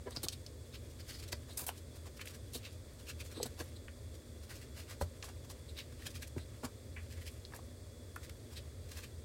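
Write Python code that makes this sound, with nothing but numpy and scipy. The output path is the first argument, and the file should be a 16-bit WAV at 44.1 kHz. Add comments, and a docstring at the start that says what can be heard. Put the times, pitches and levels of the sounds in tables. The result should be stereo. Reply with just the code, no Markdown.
"""A plastic spoon rasps salt into slit green chillies over a steel plate in a small kitchen.
The grains slip and crunch, ringing the hollow pods and the spoon's rim; now and then the spoon
digs into the salt. Pods slide, skid, knock and thud on the plate, which a cloth damps.
Bangles clink and sing briefly as they touch. Short room tail; a fan hums and hisses behind."""
import sys
import numpy as np
from scipy import signal
from scipy.fft import rfft, irfft, next_fast_len
from scipy.io import wavfile
from scipy.ndimage import uniform_filter1d

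SR = 44100
rng = np.random.default_rng(int(sys.argv[2]) if len(sys.argv) > 2 else 0)


def output_pcm(signal):
    """Save a mono or channel-first signal as 16-bit PCM at the path in sys.argv[1].

    Samples are clipped to [-1, 1] before scaling.
    """
    pcm = np.clip(np.atleast_2d(signal).T, -1, 1) * 32767
    wavfile.write(sys.argv[1], SR, np.round(pcm).astype(np.int16))


N = 407484

# the fan's faint tones: (frequency [Hz], width [Hz], level [dB])
FAN_HUM = [(83.6, 9.2, -63), (242.1, 18, -69.5), (3410, 67, -76.5), (4700, 110, -81)]
# fan and room air, centre of the stereo image: (frequency [Hz], level [dB])
AIR_CENTRE = [(20, -85), (40, -72.5), (60, -61), (80, -53.5), (105, -61.5), (130, -64.5), (175, -82.5),
              (238, -69.5), (280, -74.5), (420, -73.5), (580, -75), (780, -92.5), (1500, -105)]
# the same air, opposite in left and right: (frequency [Hz], level [dB])
AIR_WIDE = [(20, -94), (80, -71), (170, -83.5), (230, -80.5), (290, -85), (520, -82.5), (605, -74.5),
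            (690, -84.5), (820, -98), (1500, -105)]
# steady hiss: (frequency [Hz], level [dB])
HISS_SPECTRUM = [(500, -100), (950, -90.5), (1130, -88), (1400, -91), (2000, -88.5), (3050, -99),
                 (3400, -88), (3900, -91), (4500, -89.5), (5800, -93), (8600, -89), (10500, -98.5),
                 (16000, -103)]
# pods and hand landing: (time [s], level [dB], centre [Hz], falloff [dB/octave], contact [s])
LANDINGS = [(0.053, -38.5, 560, 8, .04), (0.166, -43, 140, 6.5, .004), (0.231, -43.5, 110, 0.5, 0.023),
            (1.322, -42, 640, 5, 0.015), (1.33, -41.5, 80, 10, .003), (1.595, -47.5, 230, 0, 0.051),
            (2.545, -44, 220, 6, 0.019), (3.355, -43.5, 350, 13, 0.038), (3.398, -37.5, 584, 28, 0.012),
            (3.424, -38, 362, 28, .011), (3.452, -45, 380, 10, 0.011), (3.59, -41.5, 750, 2.5, 0.031),
            (5.0107, -33, 600, 3.5, .003), (5.016, -36, 480, 15, 0.01), (5.024, -34, 90, 19, .004),
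            (6.359, -37, 85, 7, 0.013), (6.624, -39, 520, 2, .036)]
# steel plate lying on cloth: (frequency [Hz], level [dB], t60 [s])
PLATE_MODES = [(82, 2, 0.068), (136.5, -2, 0.06), (245, -3, 0.045), (331, -6.5, 0.058), (413, -4.5, 0.047),
               (488, -3.5, 0.053), (583, -2, 0.035), (753, -7.5, 0.04), (850, -10, 0.022), (982, -6, 0.033),
               (1304, -12.5, 0.027), (1620, -5, 0.02)]
# fingers pushing pods about: (middle [s], length [s], rasp [dB], grit [dB])
POD_DRAGS = [(0.113, 0.039, -58, -57), (0.165, 0.039, -48, -51), (0.33, 0.03, -69, -48),
             (1.5, 0.059, -58, -58), (1.781, 0.045, -74, -56.5), (1.963, 0.05, -60.5, -58),
             (2.07, 0.034, -51, -54.5), (2.557, 0.066, -66, -45.5), (3.264, 0.064, -63, -54),
             (3.376, 0.11, -56.5, -78), (3.462, 0.054, -51, -58), (3.603, 0.047, -44, -44.5),
             (4.151, 0.046, -80, -58), (5.021, 0.036, -52, -45), (5.249, 0.049, -56, -48.5),
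             (5.289, 0.055, -54, -56), (5.448, 0.029, -58, -59), (5.51, 0.037, -56, -48),
             (6.277, 0.018, -70, -53), (6.385, 0.035, -56, -56.5), (6.649, 0.04, -56, -44.5),
             (7.55, 0.086, -53.5, -61), (8.53, 0.06, -61, -56)]
# resonances of a hollow pod: (frequency [multiple of its pitch], level [dB])
HOLLOW_MODES = [(.5, -10), (.7, -2.5), (1, 1), (1.28, -6), (1.7, -6.5)]
# bangles touching: (time [s], level [dB], centre [Hz], falloff [dB/octave])
BANGLE_CLINKS = [(0.108, -40.5, 7900, 14), (0.164, -22, 4830, 46), (0.170, -22.5, 4870, 41),
                 (0.2847, -18, 5600, 19.5), (0.464, -33, 5140, 16), (3.4297, -18, 5800, 22),
                 (7.451, -32, 3950, 31), (8.568, -39, 3950, 30)]
# ring of struck bangles: (frequency [Hz], level [dB], t60 [s])
BANGLE_MODES = [(3300, -17, 0.015), (4070, -1, 0.0053), (4270, -3.5, 0.0072), (4870, -7, 0.017),
                (5210, -7.5, 0.019), (5800, -8, 0.012), (6450, -4.5, 0.0091), (7830, -4.5, 0.017),
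                (8200, -6, 0.02), (9900, -20, .01), (11800, -12, .01), (13200, -11, .008)]
# bangles sliding on each other: (middle [s], length [s], level [dB])
BANGLE_SLIDES = [(0.127, 0.029, -54.5), (0.243, 0.029, -45), (0.332, 0.032, -48.5), (1.516, 0.067, -57),
                 (2.555, 0.043, -46.5), (3.375, 0.079, -53.5), (3.423, 0.036, -52), (3.462, 0.023, -52.5),
                 (3.766, 0.028, -58), (5.696, 0.04, -58), (6.412, 0.09, -62), (8.575, 0.049, -53)]
# tone of sliding bangles: (frequency [Hz], width [Hz], level [dB])
BANGLE_SLIDE_MODES = [(3960, 540, 5), (4370, 190, -11), (8070, 310, 0)]
# pods skidding on salted steel: (start [s], length [s], level [dB])
POD_SKIDS = [(0.23, 0.026, -37), (0.244, 0.011, -41), (1.571, 0.091, -39.5), (1.665, 0.041, -37),
             (2.543, 0.051, -47), (3.454, 0.03, -48.5), (5.008, 0.045, -49.5), (7.545, 0.035, -52.5)]
# knocks and creaks of the pods: (time [s], level [dB], pitch [Hz], decay [s])
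POD_TAPS = [(0.264, -42.5, 745, 0.0036), (1.328, -37.5, 1590, 0.0028), (1.6899, -28.5, 960, 0.0017),
            (1.6908, -31, 2800, 0.001), (2.194, -39.5, 1810, 0.0036), (2.213, -45, 2270, 0.0042),
            (2.256, -43, 2200, 0.0024), (2.274, -39, 2500, 0.0012), (3.882, -40.5, 1750, 0.0032),
            (5.0115, -33, 1000, 0.0051), (5.2265, -39, 5000, 0.0032), (5.227, -44, 1740, 0.0036),
            (5.235, -42, 1100, 0.0038), (6.231, -40.5, 2120, 0.0012), (6.381, -43.5, 1730, 0.0064),
            (6.632, -43, 900, 0.005), (6.642, -41, 1070, 0.015), (6.964, -44, 1900, 0.025),
            (7.523, -47, 1340, 0.0025), (7.5365, -37.5, 1030, 0.0018), (7.589, -45, 766, 0.0038),
            (8.1635, -35.5, 1320, 0.0013), (8.162, -38, 1650, 0.0022)]
# the spoon dipping into salt: (middle [s], length [s], grit [dB], crunch [dB])
SALT_SCOOPS = [(0.749, 0.051, -51, -55.5), (2.659, 0.069, -50, -52), (5.792, .072, -46.5, -50.5),
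               (8.576, 0.047, -48.5, -55)]
# the spoon working along a slit: (middle [s], length [s], pod pitch [Hz], rasp [dB], grit [dB])
SPOON_STROKES = [(0.911, 0.035, 1500, -73, -60), (1.004, 0.042, 1600, -60, -56),
                 (1.102, 0.09, 1820, -55, -48.5), (1.153, 0.077, 1900, -61, -55),
                 (1.2, 0.045, 1700, -64, -52.5), (1.236, 0.04, 2400, -56.5, -52),
                 (1.288, 0.027, 2600, -64, -50), (1.328, 0.022, 1500, -50, -39.5),
                 (2.173, .025, 1700, -64, -54.5), (2.216, 0.029, 2420, -45.5, -49.5),
                 (2.278, 0.043, 2000, -61, -49), (2.307, 0.039, 1900, -59, -53),
                 (2.349, .045, 1630, -56.5, -54), (3.003, 0.037, 1400, -61.5, -56.5),
                 (3.095, 0.053, 2600, -46.5, -45.5), (3.209, 0.041, 2500, -51, -48),
                 (3.321, 0.045, 1420, -56, -54), (4.44, 0.039, 1400, -69, -56.5),
                 (4.512, 0.047, 1580, -50, -50), (4.559, 0.088, 1500, -61, -54.5),
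                 (4.626, 0.061, 1820, -59, -57), (4.795, .11, 1530, -55, -51.5),
                 (4.912, 0.073, 1600, -50.5, -50), (5.927, 0.016, 1600, -58, -59),
                 (6.026, 0.074, 1890, -59, -58), (6.068, .04, 2400, -44.5, -42.5),
                 (6.11, 0.037, 1900, -73, -54.5), (6.162, 0.048, 2520, -51, -49),
                 (6.229, 0.048, 2350, -52.5, -47.5), (7.124, 0.07, 2320, -59.5, -55),
                 (7.178, 0.038, 2000, -58, -63), (7.217, 0.043, 1910, -58, -58),
                 (7.276, 0.052, 2440, -52, -50), (8.241, 0.055, 1940, -56, -53.5),
                 (8.297, 0.012, 1870, -49.5, -52), (8.894, 0.013, 2400, -65, -52.5),
                 (8.922, 0.05, 1700, -59, -51.5), (8.98, 0.08, 1590, -53, -49.5),
                 (9.039, 0.049, 2340, -53, -51)]
# the spoon's rim scraping: (middle [s], length [s], level [dB])
RIM_SCRAPES = [(1.005, 0.029, -56), (1.102, 0.037, -54), (1.152, 0.062, -54), (1.197, 0.046, -59),
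               (1.236, 0.024, -59), (1.331, 0.017, -43)]
# ring of the rim: (frequency [Hz], width [Hz], level [dB])
RIM_MODES = [(4490, 200, 0), (4700, 150, -3), (5020, 120, 1)]
# salt grains cracking under the spoon: (time [s], level [dB])
SALT_CRACKS = [(1.575, -33), (1.667, -42), (2.535, -44), (2.257, -45), (6.279, -50), (7.564, -45.5),
               (8.161, -44)]


def from_db(db):
    """Decibels to gain."""
    return 10 ** (np.asarray(db) / 20)


def unit_rms(x):
    """Scale to unit power."""
    return x / np.sqrt(np.mean(x ** 2) + 1e-20)


def at_level(sound, db, window_s):
    """Scale a stereo hit so that its loudest moment has this level."""
    power = uniform_filter1d(np.mean(sound ** 2, axis=0), max(int(window_s * SR), 1))
    return from_db(db) * sound / np.sqrt(power.max() + 1e-20)


def add(track, start_s, sound, pan_db=0):
    """Mix a sound into a stereo track; negative pan leans right."""
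    at = max(round(start_s * SR), 0)
    sound = sound[..., :N - at]
    track[:, at:at + sound.shape[-1]] += sound * from_db(np.array([[pan_db], [-pan_db]]) / 2)


def stereo(pair, likeness):
    """Turn two unrelated signals into left and right that are partly alike."""
    mid = np.sqrt(1 + likeness) * pair[0]
    side = np.sqrt(1 - likeness) * pair[1]
    return np.array([mid + side, mid - side]) / np.sqrt(2)


def band(x, low_hz, high_hz, order=1):
    """Butterworth band-pass."""
    sos = signal.butter(order, [low_hz, min(high_hz, .45 * SR)], "band", fs=SR, output="sos")
    return signal.sosfilt(sos, x)


def resonance(x, hz, width_hz):
    """One resonance with unity gain at its peak."""
    r = np.exp(-np.pi * width_hz / SR)
    feedback = [1, -2 * r * np.cos(2 * np.pi * hz / SR), r * r]
    return signal.lfilter(np.array([1, 0, -1]) * (1 - r * r) / 2, feedback, x)


def steady_noise(spectrum):
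    """Noise with a given power per Hz."""
    hz, db = np.transpose(spectrum)
    size = next_fast_len(N)
    bins = np.maximum(np.arange(size // 2 + 1) * SR / size, 1)
    gain = from_db(np.interp(np.log(bins), np.log(hz), db)) * np.sqrt(SR / 2)
    return irfft(rfft(rng.standard_normal(size)) * gain, size)[:N]


def fan():
    """The bed: low rumble with a few wavering tones, under a thin, wide hiss."""
    hum = 0
    for hz, width, db in FAN_HUM:
        narrow_noise = resonance(rng.standard_normal(N), hz, width)
        hum += from_db(db) * unit_rms(resonance(narrow_noise, hz, width))
    air = steady_noise(AIR_CENTRE) + steady_noise(AIR_WIDE) * np.array([[1], [-1]])
    hiss = np.array([steady_noise(HISS_SPECTRUM), steady_noise(HISS_SPECTRUM)])
    return hum + from_db(-11.5) * air + from_db(-10.5) * hiss


def grains(count, per_s, spread_db):
    """Tiny slips at random moments and of uneven size, as two signals of unit power."""
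    sizes = from_db(spread_db * np.minimum(rng.exponential(1, count), 3))
    slipping = rng.random(count) < per_s / SR
    return unit_rms(sizes * slipping * rng.standard_normal((2, count)))


def handling(rubs):
    """Skin and pods rustle faintly, swelling around each rub and flickering in three bands."""
    effort = np.abs(uniform_filter1d(np.mean(rubs ** 2, axis=0), int(.25 * SR))) ** .25
    activity = uniform_filter1d(effort, int(.08 * SR)) + 0.011
    knots = np.arange(0, N, SR // 30)
    hold_db = 4 * rng.standard_normal(len(knots))   # fingers shift their hold
    rustle = 0
    for low_hz, high_hz in ((900, 2800), (2400, 6900), (5500, 13000)):
        touch_db = np.interp(np.arange(N), knots, hold_db + 3.5 * rng.standard_normal(len(knots)))
        texture = band(grains(N, per_s=3000, spread_db=4.5), low_hz, high_hz, order=2)
        rustle += from_db(touch_db) * unit_rms(texture)
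    return from_db(-49) * activity * stereo(rustle, likeness=0.022)


def strike(modes, centre_hz, falloff_db, uneven_db, side_phase):
    """A blow rings the modes, favouring those near the centre pitch, out of step left and right."""
    t = np.arange(SR // 8) / SR
    hz, db, t60 = np.transpose(modes)[:, :, None]
    octaves_away = np.abs(np.log2(hz / centre_hz))
    db = db - falloff_db * octaves_away + uneven_db * rng.standard_normal(hz.shape)
    decay = from_db(db - 60 * t / t60) * rng.choice([-1, 1], hz.shape)
    width = np.minimum(hz / 650, 1) ** 2   # long waves reach both sides alike
    phase = side_phase * rng.choice([-1, 1], hz.shape) * width
    attack = 1 - np.exp(-2 * hz * t)
    return np.array([np.sum(attack * decay * np.sin(2 * np.pi * hz * t + side * phase), axis=0)
                     for side in (-1, 1)])


def scuff(decay_s, likeness):
    """The dying burst of friction in one contact."""
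    t = np.arange(SR // 8) / SR
    return stereo(rng.standard_normal((2, len(t))), likeness) * np.exp(-t / decay_s)


def plate_thuds():
    """A soft pod lands bit by bit: a swell of tiny touches rings the plate, with a little crunch."""
    firm_s = .009   # shorter contacts are mostly one blow, longer ones mostly a shuffle
    out = np.zeros((2, N))
    for time, db, hz, falloff_db, contact_s in LANDINGS:
        press = np.hanning(int(contact_s * SR))
        touches = press * rng.standard_normal(len(press)) / np.linalg.norm(press)
        touches[len(press) // 2] += firm_s / contact_s
        ring = strike(PLATE_MODES, hz, falloff_db, uneven_db=0.5, side_phase=0.71)
        crunch = band(scuff(decay_s=0.0034, likeness=0.28), hz * 0.3, hz * 4.3, order=2)
        body = at_level(ring, 0, window_s=0.0031) + at_level(crunch, -9 - falloff_db, window_s=0.0071)
        thud = signal.fftconvolve(body, touches[None], axes=1)
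        add(out, time, at_level(thud, db - .5, window_s=0.0066))
    return out


def swell(length_s):
    """Speed of a stroke: a bell whose faint skirts span twice its length."""
    x = np.linspace(-1, 1, int(2 * length_s * SR))
    return np.exp(-(np.abs(x) / 0.33) ** 1.7)


def plate_bounce(x, share):
    """Each side also gets a reflection off the steel, a millisecond or so later."""
    lags = rng.integers(SR // 2500, SR // 600, 2)
    bounced = np.array([np.pad(side, (lag, 0))[:len(side)] for side, lag in zip(x, lags)])
    return (x + share * bounced) / np.sqrt(1 + share ** 2)


def rub(speed, catch_db, rasp_db, rasp_hz, rasp_q, grit_db, grit_hz, grit_width, fine_db, crackle_db):
    """Friction follows speed: coarse grains ring the pod, grit and fine salt hiss, crystals crackle."""
    count = len(speed)
    t = np.arange(count) / SR
    knots = np.arange(0, t[-1] + .004, .004)   # the skin catches and lets go every 4 ms
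    grip = from_db(catch_db * np.interp(t, knots, rng.standard_normal(len(knots))))
    grip /= np.sqrt(np.average(grip ** 2, weights=speed ** 2))   # keeps the total effort
    hollow = 0
    for ratio, db in HOLLOW_MODES:
        hz = rasp_hz * ratio
        coarse = grains(count, per_s=1100, spread_db=2)
        hollow += from_db(db) * unit_rms(resonance(coarse, hz, hz / rasp_q))
    rasp = from_db(rasp_db) * band(unit_rms(hollow), low_hz=500, high_hz=9100, order=2)
    crystals = from_db(crackle_db) * grains(count, per_s=500, spread_db=1.5)
    salt = grains(count, per_s=7000, spread_db=0.5) + crystals
    grit = unit_rms(resonance(salt, grit_hz, grit_hz * grit_width))
    powder = grains(count, per_s=13000, spread_db=2) + crystals
    fine = from_db(fine_db) * unit_rms(band(powder, low_hz=11400, high_hz=15500))
    texture = stereo(rasp, likeness=0.086) + from_db(grit_db + 1.13) * stereo(grit + fine, likeness=0)
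    return plate_bounce(speed * grip * texture, share=0.46)


def pod_drags():
    """A pod pushed over the plate rasps low, with a light hiss."""
    out = np.zeros((2, N))
    for middle, length, rasp_db, grit_db in POD_DRAGS:
        push = rub(swell(length), catch_db=2, rasp_db=rasp_db, rasp_hz=990, rasp_q=2.2,
                   grit_db=grit_db, grit_hz=5330, grit_width=1, fine_db=-19, crackle_db=-8)
        add(out, middle - length, push, pan_db=-2)
    return out


def bangle_clinks():
    """Bangles on the right wrist touch: a hard tick and a brief ring, damped by the arm."""
    out = np.zeros((2, N))
    for time, db, hz, falloff_db in BANGLE_CLINKS:
        ring = strike(BANGLE_MODES, hz, falloff_db, uneven_db=4, side_phase=0.63)
        ring = at_level(ring, db - 8, window_s=0.00047)
        tick = band(scuff(decay_s=0.0053, likeness=0.14), hz * 0.64, hz * 1.36)
        tick = at_level(tick, db - 5 - falloff_db * .5, window_s=0.0015)
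        add(out, time, ring + tick, pan_db=-3.5)
    return out


def singing_friction(slides, modes, pan_db):
    """Hard, smooth things sing as they slide: friction feeds their narrow resonances."""
    out = np.zeros((2, N))
    for middle, length, db in slides:
        speed = np.bartlett(int(length * SR))
        friction = stereo(rng.standard_normal((2, len(speed))), likeness=0.18)
        tone = sum(from_db(level) * resonance(friction, hz, width) for hz, width, level in modes)
        add(out, middle - length / 2, from_db(db + 3.5) * speed * unit_rms(tone), pan_db)
    return out


def pod_skids():
    """A pod skids on the salted steel with a sudden hiss and chatters to a stop."""
    attack_s = 0.00098
    out = np.zeros((2, N))
    for start, length, db in POD_SKIDS:
        t = np.arange(int(length * SR)) / SR
        speed = (1 - np.exp(-t / attack_s)) * (1 - t / length)
        skid = rub(speed, catch_db=3, rasp_db=db - 10, rasp_hz=870, rasp_q=3.7,
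                   grit_db=db, grit_hz=8200, grit_width=1, fine_db=-5.5, crackle_db=-8.5)
        add(out, start, skid, pan_db=-1.5)
    return out


def knock(db, hz, decay_s):
    """A dry knock that dies at once; the lower the pitch, the softer the attack."""
    force = scuff(decay_s, likeness=0.32)
    t = np.arange(force.shape[1]) / SR
    attack = np.minimum(t * hz / 2.2, 1)   # builds over 2.2 cycles
    body = band(resonance(force * attack, hz, hz * 0.83), hz * 0.39, hz * 1.47, order=4)
    return at_level(body, db - .3, window_s=0.00042)


def pod_taps():
    """Pods knock at the pitch of their hollow."""
    out = np.zeros((2, N))
    for time, db, hz, decay_s in POD_TAPS:
        add(out, time - .001, knock(db, hz, decay_s), pan_db=1)
    return out


def salt_scoops():
    """Loose salt gives a narrow, sandy crunch, faint as the spoon enters and full as it digs."""
    out = np.zeros((2, N))
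    for middle, length, grit_db, crunch_db in SALT_SCOOPS:
        dip = rub(swell(length), catch_db=1.5, rasp_db=crunch_db, rasp_hz=2280, rasp_q=4.2,
                  grit_db=grit_db, grit_hz=3750, grit_width=0.45, fine_db=-14, crackle_db=-7)
        add(out, middle - length, dip, pan_db=-1.5)
    return out


def spoon_strokes():
    """The spoon goes to and fro in the slit, grinding salt against the pod's wall."""
    out = np.zeros((2, N))
    for middle, length, pod_hz, rasp_db, grit_db in SPOON_STROKES:
        stroke = rub(swell(length), catch_db=2, rasp_db=rasp_db, rasp_hz=pod_hz, rasp_q=4.5,
                     grit_db=grit_db, grit_hz=4400, grit_width=1.2, fine_db=-12.5, crackle_db=-7)
        add(out, middle - length, stroke, pan_db=-0.5)
    return out


def salt_cracks():
    """Salt grains crack under the spoon with a tiny, bright snap."""
    out = np.zeros((2, N))
    for time, db in SALT_CRACKS:
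        add(out, time - .001, knock(db, hz=9300, decay_s=0.0047))
    return out


def kitchen(x, tail_db, t60_s):
    """The walls add a faint, short tail, different at each side."""
    t = np.arange(SR // 2) / SR
    tail = band(rng.standard_normal((2, len(t))) * from_db(-60 * t / t60_s), low_hz=200, high_hz=7540)
    tail = from_db(tail_db) * unit_rms(tail) / np.sqrt(len(t))
    return x + signal.fftconvolve(x, tail, axes=1)[:, :N]


def scene():
    """The work on the plate, with a slightly hollow colour, in the room, over the fan."""
    rubs = spoon_strokes() + salt_scoops() + pod_drags() + pod_skids()
    bangle_song = singing_friction(BANGLE_SLIDES, BANGLE_SLIDE_MODES, pan_db=-0.5)
    rim_song = singing_friction(RIM_SCRAPES, RIM_MODES, pan_db=-4)
    rustle = handling(rubs)
    hits = plate_thuds() + pod_taps() + salt_cracks() + bangle_clinks()
    work = rubs + bangle_song + rim_song + rustle + hits
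    mid_dip = -0.15 * resonance(work, hz=900, width_hz=390)
    presence = 0.2 * resonance(work, hz=2570, width_hz=560)
    treble_dip = -0.25 * resonance(work, hz=6330, width_hz=1600)
    return kitchen(work + mid_dip + presence + treble_dip, tail_db=-11, t60_s=0.11) + fan()


def record(dry):
    """A steep low-pass takes off the very top."""
    cutoff_hz = 15900
    return signal.sosfilt(signal.ellip(10, .1, 70, cutoff_hz, fs=SR, output="sos"), dry)


dry = scene()
out = record(dry)
output_pcm(out)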